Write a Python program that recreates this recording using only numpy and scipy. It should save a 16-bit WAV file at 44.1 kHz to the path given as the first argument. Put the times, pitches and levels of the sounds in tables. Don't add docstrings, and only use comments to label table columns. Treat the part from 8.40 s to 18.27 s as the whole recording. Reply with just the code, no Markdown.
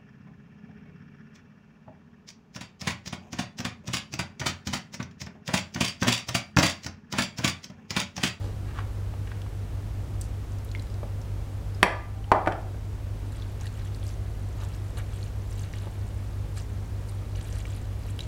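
import sys
import numpy as np
from scipy import signal
from scipy.fft import rfft, irfft, next_fast_len
from scipy.io import wavfile
from scipy.ndimage import uniform_filter1d, map_coordinates

SR = 44100
rng = np.random.default_rng(int(sys.argv[2]) if len(sys.argv) > 2 else 0)


def transcribe(signal):
    frames = np.atleast_2d(signal).T
    limited = np.clip(frames, -1, 1)
    pcm = np.round(limited * 32767).astype(np.int16)
    wavfile.write(sys.argv[1], SR, pcm)


N = 435266
TOP_HZ = 15850

# t/s, length/s, relative mash level/dB, crackle offset/dB
SQUEEZES = [(4.91, .12, -55, -4.5), (5.19, .08, -52, -3), (5.33, 0.143, -55, -6), (5.54, 0.0283, -56, -2.5),
            (5.625, 0.098, -56, 2), (6.185, 0.059, -51.5, -3.5), (6.28, 0.077, -57, -5),
            (6.56, .03, -47.5, -4.5), (6.69, 0.178, -56, -1), (7.10, 0.0296, -57, 6),
            (7.165, 0.0867, -51, -2.5), (7.32, .13, -54.5, -4), (8.15, .035, -47, 0),
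            (8.665, 0.038, -65, 11), (8.94, .14, -52, -4.5), (9.095, .11, -53, 0), (9.25, .12, -54, -1.5),
            (9.62, 0.0905, -55, -1.5), (9.78, 0.05766, -53.5, -6.5)]


def rice():
    # f/Hz, relative level/dB
    crackle_spectrum = [(1500, -21.5), (4000, -5.5), (6500, -2), (9500, 0.5), (12000, -3), (16000, -9.5)]
    mash_spectrum = [(400, -1), (1200, -2.5), (2200, -4.5), (4000, 1), (6500, -7), (12000, -30)]
    mash_gain, crackle_gain = amp(-66), amp(-68)
    for s, length, db, sticky_db in SQUEEZES:
        push = amp(db) * pressure(s, length)
        mash_gain = np.maximum(mash_gain, push)
        crackle_gain = np.maximum(crackle_gain, amp(sticky_db) * push)
    mash_db, crackle_db = 20 * np.log10(mash_gain), 20 * np.log10(crackle_gain)
    fine = grains(crackle_db, rate=1500, centre_hz=7236, cycles=2.5, spread_db=5.0)
    coarse = grains(mash_db, rate=1700, centre_hz=2490, cycles=1.5, spread_db=4.0)
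    crackle = amp(crackle_db - 1.5) * coloured(fine, crackle_spectrum)
    mash = amp(mash_db - 2.5) * coloured(coarse, mash_spectrum)
    hand_in_rice = clock(N) > 4.75
    return hand_in_rice * (crackle + mash)


def pressure(s, length, press_s=.018, release_s=.025):
    t = clock(N) - s
    return np.clip(t / press_s, 0, 1) * np.exp(-np.maximum(t - length, 0) / release_s)


def grains(level_db, rate, centre_hz, cycles, spread_db):
    density = rate * np.clip(amp(level_db - level_db.max()), .05, 1)
    starts = np.flatnonzero(rng.random(N) < density / SR)
    hz = np.minimum(centre_hz * np.exp(0.403 * rng.standard_normal((len(starts), 1))), TOP_HZ)
    size_db = spread_db * np.minimum(rng.exponential(size=(len(starts), 1)), 3)
    size = amp(size_db) / np.sqrt(density[starts, None])
    t = clock(256)
    rings = size * np.sin(2 * np.pi * hz * t) * np.exp(-t * hz / cycles) * (1 - np.exp(-t * hz))
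    positions = starts[:, None] + np.arange(len(t))
    return unit(np.bincount(positions.ravel(), rings.ravel(), N)[:N])


def pops():
    # t/s, relative level/dB, starting f/Hz, t60/s
    clear_pops = [(1.018, -32.5, 3220, 0.0045), (1.812, -28, 7990, .01), (1.816, -28.5, 5960, 0.0058),
                  (2.248, -39, 10400, .008), (2.315, -35, 4000, 0.012), (2.350, -27, 2040, 0.0267),
                  (2.357, -46, 3425, 0.026), (2.3957, -35.5, 3864, 0.0177), (2.816, -40.5, 5270, 0.012),
                  (3.347, -43.5, 4980, 0.0267), (3.842, -38, 3020, 0.014), (5.0215, -39, 3450, 0.019),
                  (5.210, -37, 6590, 0.012), (5.257, -37, 1800, .016), (5.268, -34, 3710, 0.0116),
                  (5.547, -35.5, 4390, .007), (5.679, -40, 7710, 0.0065), (6.3376, -40, 4800, 0.009),
                  (6.572, -35, 4010, 0.0062), (6.829, -37, 4300, 0.01), (7.337, -29, 2057, 0.0076),
                  (8.956, -35.5, 2900, 0.00623), (9.254, -32, 2212, 0.0083), (9.7918, -26, 2900, 0.00474),
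                  (9.806, -27.5, 3810, 0.0137)]
    out = np.zeros(N)
    for s, db, hz, t60 in clear_pops:
        add(out, s, pop(db, hz, t60))
    pour_start_s, pour_length_s, drips_per_s, pops_per_s = 2.08, .48, 22, 5
    wet_spells = [(pour_start_s, pour_length_s, drips_per_s)]
    wet_spells += [(s, length, pops_per_s) for s, length, _, _ in SQUEEZES]
    for s, length, rate in wet_spells:
        for _ in range(rng.poisson(rate * length)):
            hz = min(5300 * 2 ** rng.normal(0, 0.617), TOP_HZ)
            add(out, s + length * rng.random(), pop(db=rng.normal(-42.5, 2.2), hz=hz, t60=0.0092))
    return out


def pop(db, hz, t60):
    t = clock(SR // 16)
    pitch = hz * (1 + 0.153 * np.minimum(t / t60, 1))
    ring = np.sin(2 * np.pi * np.cumsum(pitch) / SR) * fade(t, t60) * (1 - np.exp(-t / .0004))
    snap = amp(-4.5) * hump(rng.standard_normal(len(t)), hz, q=1.35) * fade(t, 0.0071)
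    return amp(db + 1.0) * (ring + snap)


def bowl_knocks():
    # t/s, relative glass level/dB, cut-off f/Hz, relative thud level/dB, thud f/Hz
    knocks = [(3.4294, 1, 9000, -10.5, 1528), (3.9170, -8.5, 1180, -5, 1094), (3.9190, -11.5, 1000, 1, 901),
              (4.0613, -21, 1500, -21, 700), (4.0732, -13, 1090, -7, 720), (4.0767, -28, 900, -13.5, 1410),
              (4.1220, -26.5, 4000, -30.5, 1780)]
    # f/Hz, relative level/dB, t60/s
    glass_modes = [(193, -27, 0.1), (305, -26.5, 0.0376), (412, -21.5, .045), (613.6, -15.5, 0.026),
                   (783, -19, 0.031), (976.7, -14.5, 0.045), (1226, -16, 0.031), (1410, -24, 0.044),
                   (1737, -16, 0.027), (2053, -14, 0.0208), (2338.5, -15, 0.019), (2740, -27, 0.016),
                   (3140, -16, 0.011), (3560, -25, 0.013), (4430, -31, 0.026), (5230, -27, 0.0285),
                   (5690, -28, 0.03), (6460, -39, .015), (7737, -27, 0.0183), (9116.4, -28, 0.0215),
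                   (10100, -24, 0.0256), (11500, -29, 0.015), (12750, -36, .02), (14900, -32.5, .025),
                   (1193, -29.5, 0.35), (1720, -31.5, 0.3), (2022, -33.5, 0.34), (2350, -38, 0.29)]
    # f/Hz, relative level/dB
    crack_spectrum = [(100, -8), (300, 5.5), (2400, 5.5), (4000, -9.5), (6500, -19), (11000, -18),
                      (16000, -28.5)]
    out, t = np.zeros(N), clock(SR * 3 // 4)
    for s, glass_db, cut_hz, thud_db, thud_hz in knocks:
        ring = sum((-1) ** k * amp(db + rng.normal(0, 1)) * fade(t, t60) * np.sin(2 * np.pi * hz * t)
                   for k, (hz, db, t60) in enumerate(glass_modes))
        crack = amp(-10.0) * coloured(rng.standard_normal(len(t)), crack_spectrum) * fade(t, 0.034)
        glass = amp(glass_db) * filtered(ring + crack, lambda f: 1 / (1 + 1j * f / cut_hz))
        thud = amp(thud_db) * np.sin(2 * np.pi * thud_hz * t) * fade(t, 0.0091)
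        add(out, s, reflections(glass + thud, early_db=-7, late_db=-10.0, early_t60=0.038))
    return amp(4) * out


def bowl_slide():
    # t/s, f/Hz, level/dB
    squeak = [(3.7, 752, -73), (3.78, 780, -50.5), (3.85, 804.5, -56.5), (3.91, 818, -40), (3.93, 825, -80)]
    t = clock(N)
    times, pitches, levels = np.transpose(squeak)
    hz, db = np.interp(t, times, pitches), np.interp(t, times, levels)
    sliding = (t > times[0]) & (t < times[-1])
    return sliding * amp(db) * np.sin(2 * np.pi * np.cumsum(hz) / SR + .5 * wobble(60))


def bumps():
    # t/s, relative level/dB, f/Hz
    contacts = [(0.042, -34.5, 660), (0.358, -34, 880), (0.388, -29, 1000), (0.737, -33.5, 746),
                (0.873, -38.5, 1590), (0.916, -35.5, 1180), (1.063, -40, 1090), (2.631, -28.5, 520),
                (4.344, -34, 493), (6.572, -32.5, 569.4), (7.470, -31, 540)]
    out, t = np.zeros(N), clock(SR // 8)
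    for s, db, hz in contacts:
        knock = np.sin(2 * np.pi * hz * t) * fade(t, 9 / hz)
        scuff = amp(-8.0) * hump(rng.standard_normal(len(t)), hz, q=0.97) * fade(t, 0.029)
        add(out, s, amp(db + 6.5) * (knock + scuff) * (1 - np.exp(-t / 0.00088)))
    return out


def brushes():
    # middle t/s, length/s, level/dB, centre f/Hz
    strokes = [(0.045, 0.11, -47, 393), (0.054, 0.078, -56.5, 3530), (0.294, 0.062, -52.5, 1380),
               (0.388, 0.052, -43.5, 1150), (0.915, 0.12, -60.5, 1880), (1.838, 0.045, -57.5, 6460),
               (6.218, 0.055, -49, 758), (6.592, 0.026, -47, 1040)]
    out = np.zeros(N)
    for s, length, db, hz in strokes:
        start = max(s - 2 * length, 0)
        t = start + clock(SR // 2)
        swell = np.exp(-2 * ((t - s) / length) ** 2)
        grit = rng.standard_normal(len(t)) * (rng.random(len(t)) < .06)
        grit = filtered(grit, lambda f: 1 / np.sqrt(1 + (f / 11500) ** 8))
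        add(out, start, amp(db) * swell * hump(grit, hz, q=0.74))
    return out


def reflections(x, early_db, late_db, early_t60):
    # f/Hz, t60/s
    room_decay = [(150, 0.32), (500, 0.454), (1200, 0.45), (2500, 0.417), (5000, 0.43), (10000, 0.26),
                  (16000, 0.16)]
    # f/Hz, relative level/dB
    wall_spectrum = [(100, -8), (400, 4), (1200, -3), (2400, -6.5), (5000, -5.5), (9000, -6), (16000, -14)]
    hz, frame_s, noise = signal.stft(rng.standard_normal(SR // 2), SR, nperseg=256)
    decay = fade(frame_s, along(room_decay, hz)[:, None])
    late = signal.istft(noise * decay * amp(along(wall_spectrum, hz))[:, None], SR, nperseg=256)[1]
    t = clock(len(late))
    late *= 1 - np.exp(-t / 0.0028)
    early = rng.standard_normal(len(t)) * fade(t, early_t60) * (1 - np.exp(-t / 0.0025))
    tail = amp(early_db) * early / np.linalg.norm(early) + amp(late_db) * late / np.linalg.norm(late)
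    return x + signal.fftconvolve(x, tail)[:len(x)]


def room_tone():
    # f/Hz, rms level/dB, phase drift/rad
    motor_tones = [(46.8, -53, 0.14), (50.2, -39.5, 0.132), (61.77, -49.5, 2.3), (68, -43.5, 1.3),
                   (74.7, -53, 0.11), (94.8, -42, 0.019), (99.956, -35.5, 0.26), (107.6, -50, 0.26),
                   (119.25, -59.5, 1.1), (147.9, -53, 0.31), (166, -58.5, .6)]
    # f/Hz, relative level/dB
    rumble_spectrum = [(8, -21), (24, -15), (45, 0), (64, -4), (85, -8.5), (110, -7.5), (135, -16.5),
                       (220, -44), (500, -93.5)]
    air_spectrum = [(60, -3.5), (150, -6), (250, -8), (500, -13.5), (1000, -21), (2000, -27), (4000, -32.5),
                    (8000, -36.5), (12000, -40.5), (15800, -43.5)]
    t, hum = clock(N), np.zeros(N)
    for hz, db, drift in motor_tones:
        phase = 2 * np.pi * (hz * t + rng.random()) + drift * wobble(1.99)
        hum += amp(db) * np.sqrt(2) * np.sin(phase)
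    rumble = amp(-41.0) * coloured(rng.standard_normal(N), rumble_spectrum)
    air = amp(-43.5) * coloured(rng.standard_normal(N), air_spectrum)
    return hum + rumble + air


def limiter(x, ceiling, release_s):
    excess = np.log(np.maximum(abs(x) / ceiling, 1))
    leak = np.exp(clock(N) / release_s)
    held = np.maximum.accumulate(excess * leak) / leak
    return x * np.exp(-uniform_filter1d(held, size=16))


def amp(db):
    return 10 ** (np.asarray(db) / 20)


def unit(x):
    return x / np.sqrt(np.mean(x ** 2) + 1e-20)


def clock(count):
    return np.arange(count) / SR


def fade(t, t60):
    return np.exp(-np.log(1000) * t / t60)


def wobble(rate):
    return map_coordinates(rng.standard_normal(int(N * rate / SR) + 4), [clock(N) * rate])


def along(points, hz):
    f, values = np.transpose(points)
    return np.interp(np.log(hz + 1), np.log(f + 1), values)


def filtered(x, response):
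    size = next_fast_len(len(x) + SR // 4)
    return irfft(rfft(x, size) * response(np.fft.rfftfreq(size, 1 / SR)), size)[:len(x)]


def coloured(x, spectrum):
    return unit(filtered(x, lambda hz: amp(along(spectrum, hz))))


def hump(x, hz, q):
    return unit(filtered(x, lambda f: (1j * f * hz / (hz ** 2 - f * f + 1j * f * hz / q)) ** 2))


def add(track, s, sound):
    part = track[max(round(s * SR), 0):][:len(sound)]
    part += sound[:len(part)]


def scene():
    handling = rice() + pops() + bumps() + brushes() + bowl_slide()
    handling = reflections(handling, early_db=-7.0, late_db=-15.5, early_t60=0.018)
    return (room_tone() + bowl_knocks() + handling)[None]


def record(dry):
    limited = limiter(dry[0], ceiling=0.88, release_s=0.53)
    return filtered(limited, lambda hz: hz < TOP_HZ)[None]


dry = scene()
out = record(dry)
transcribe(out)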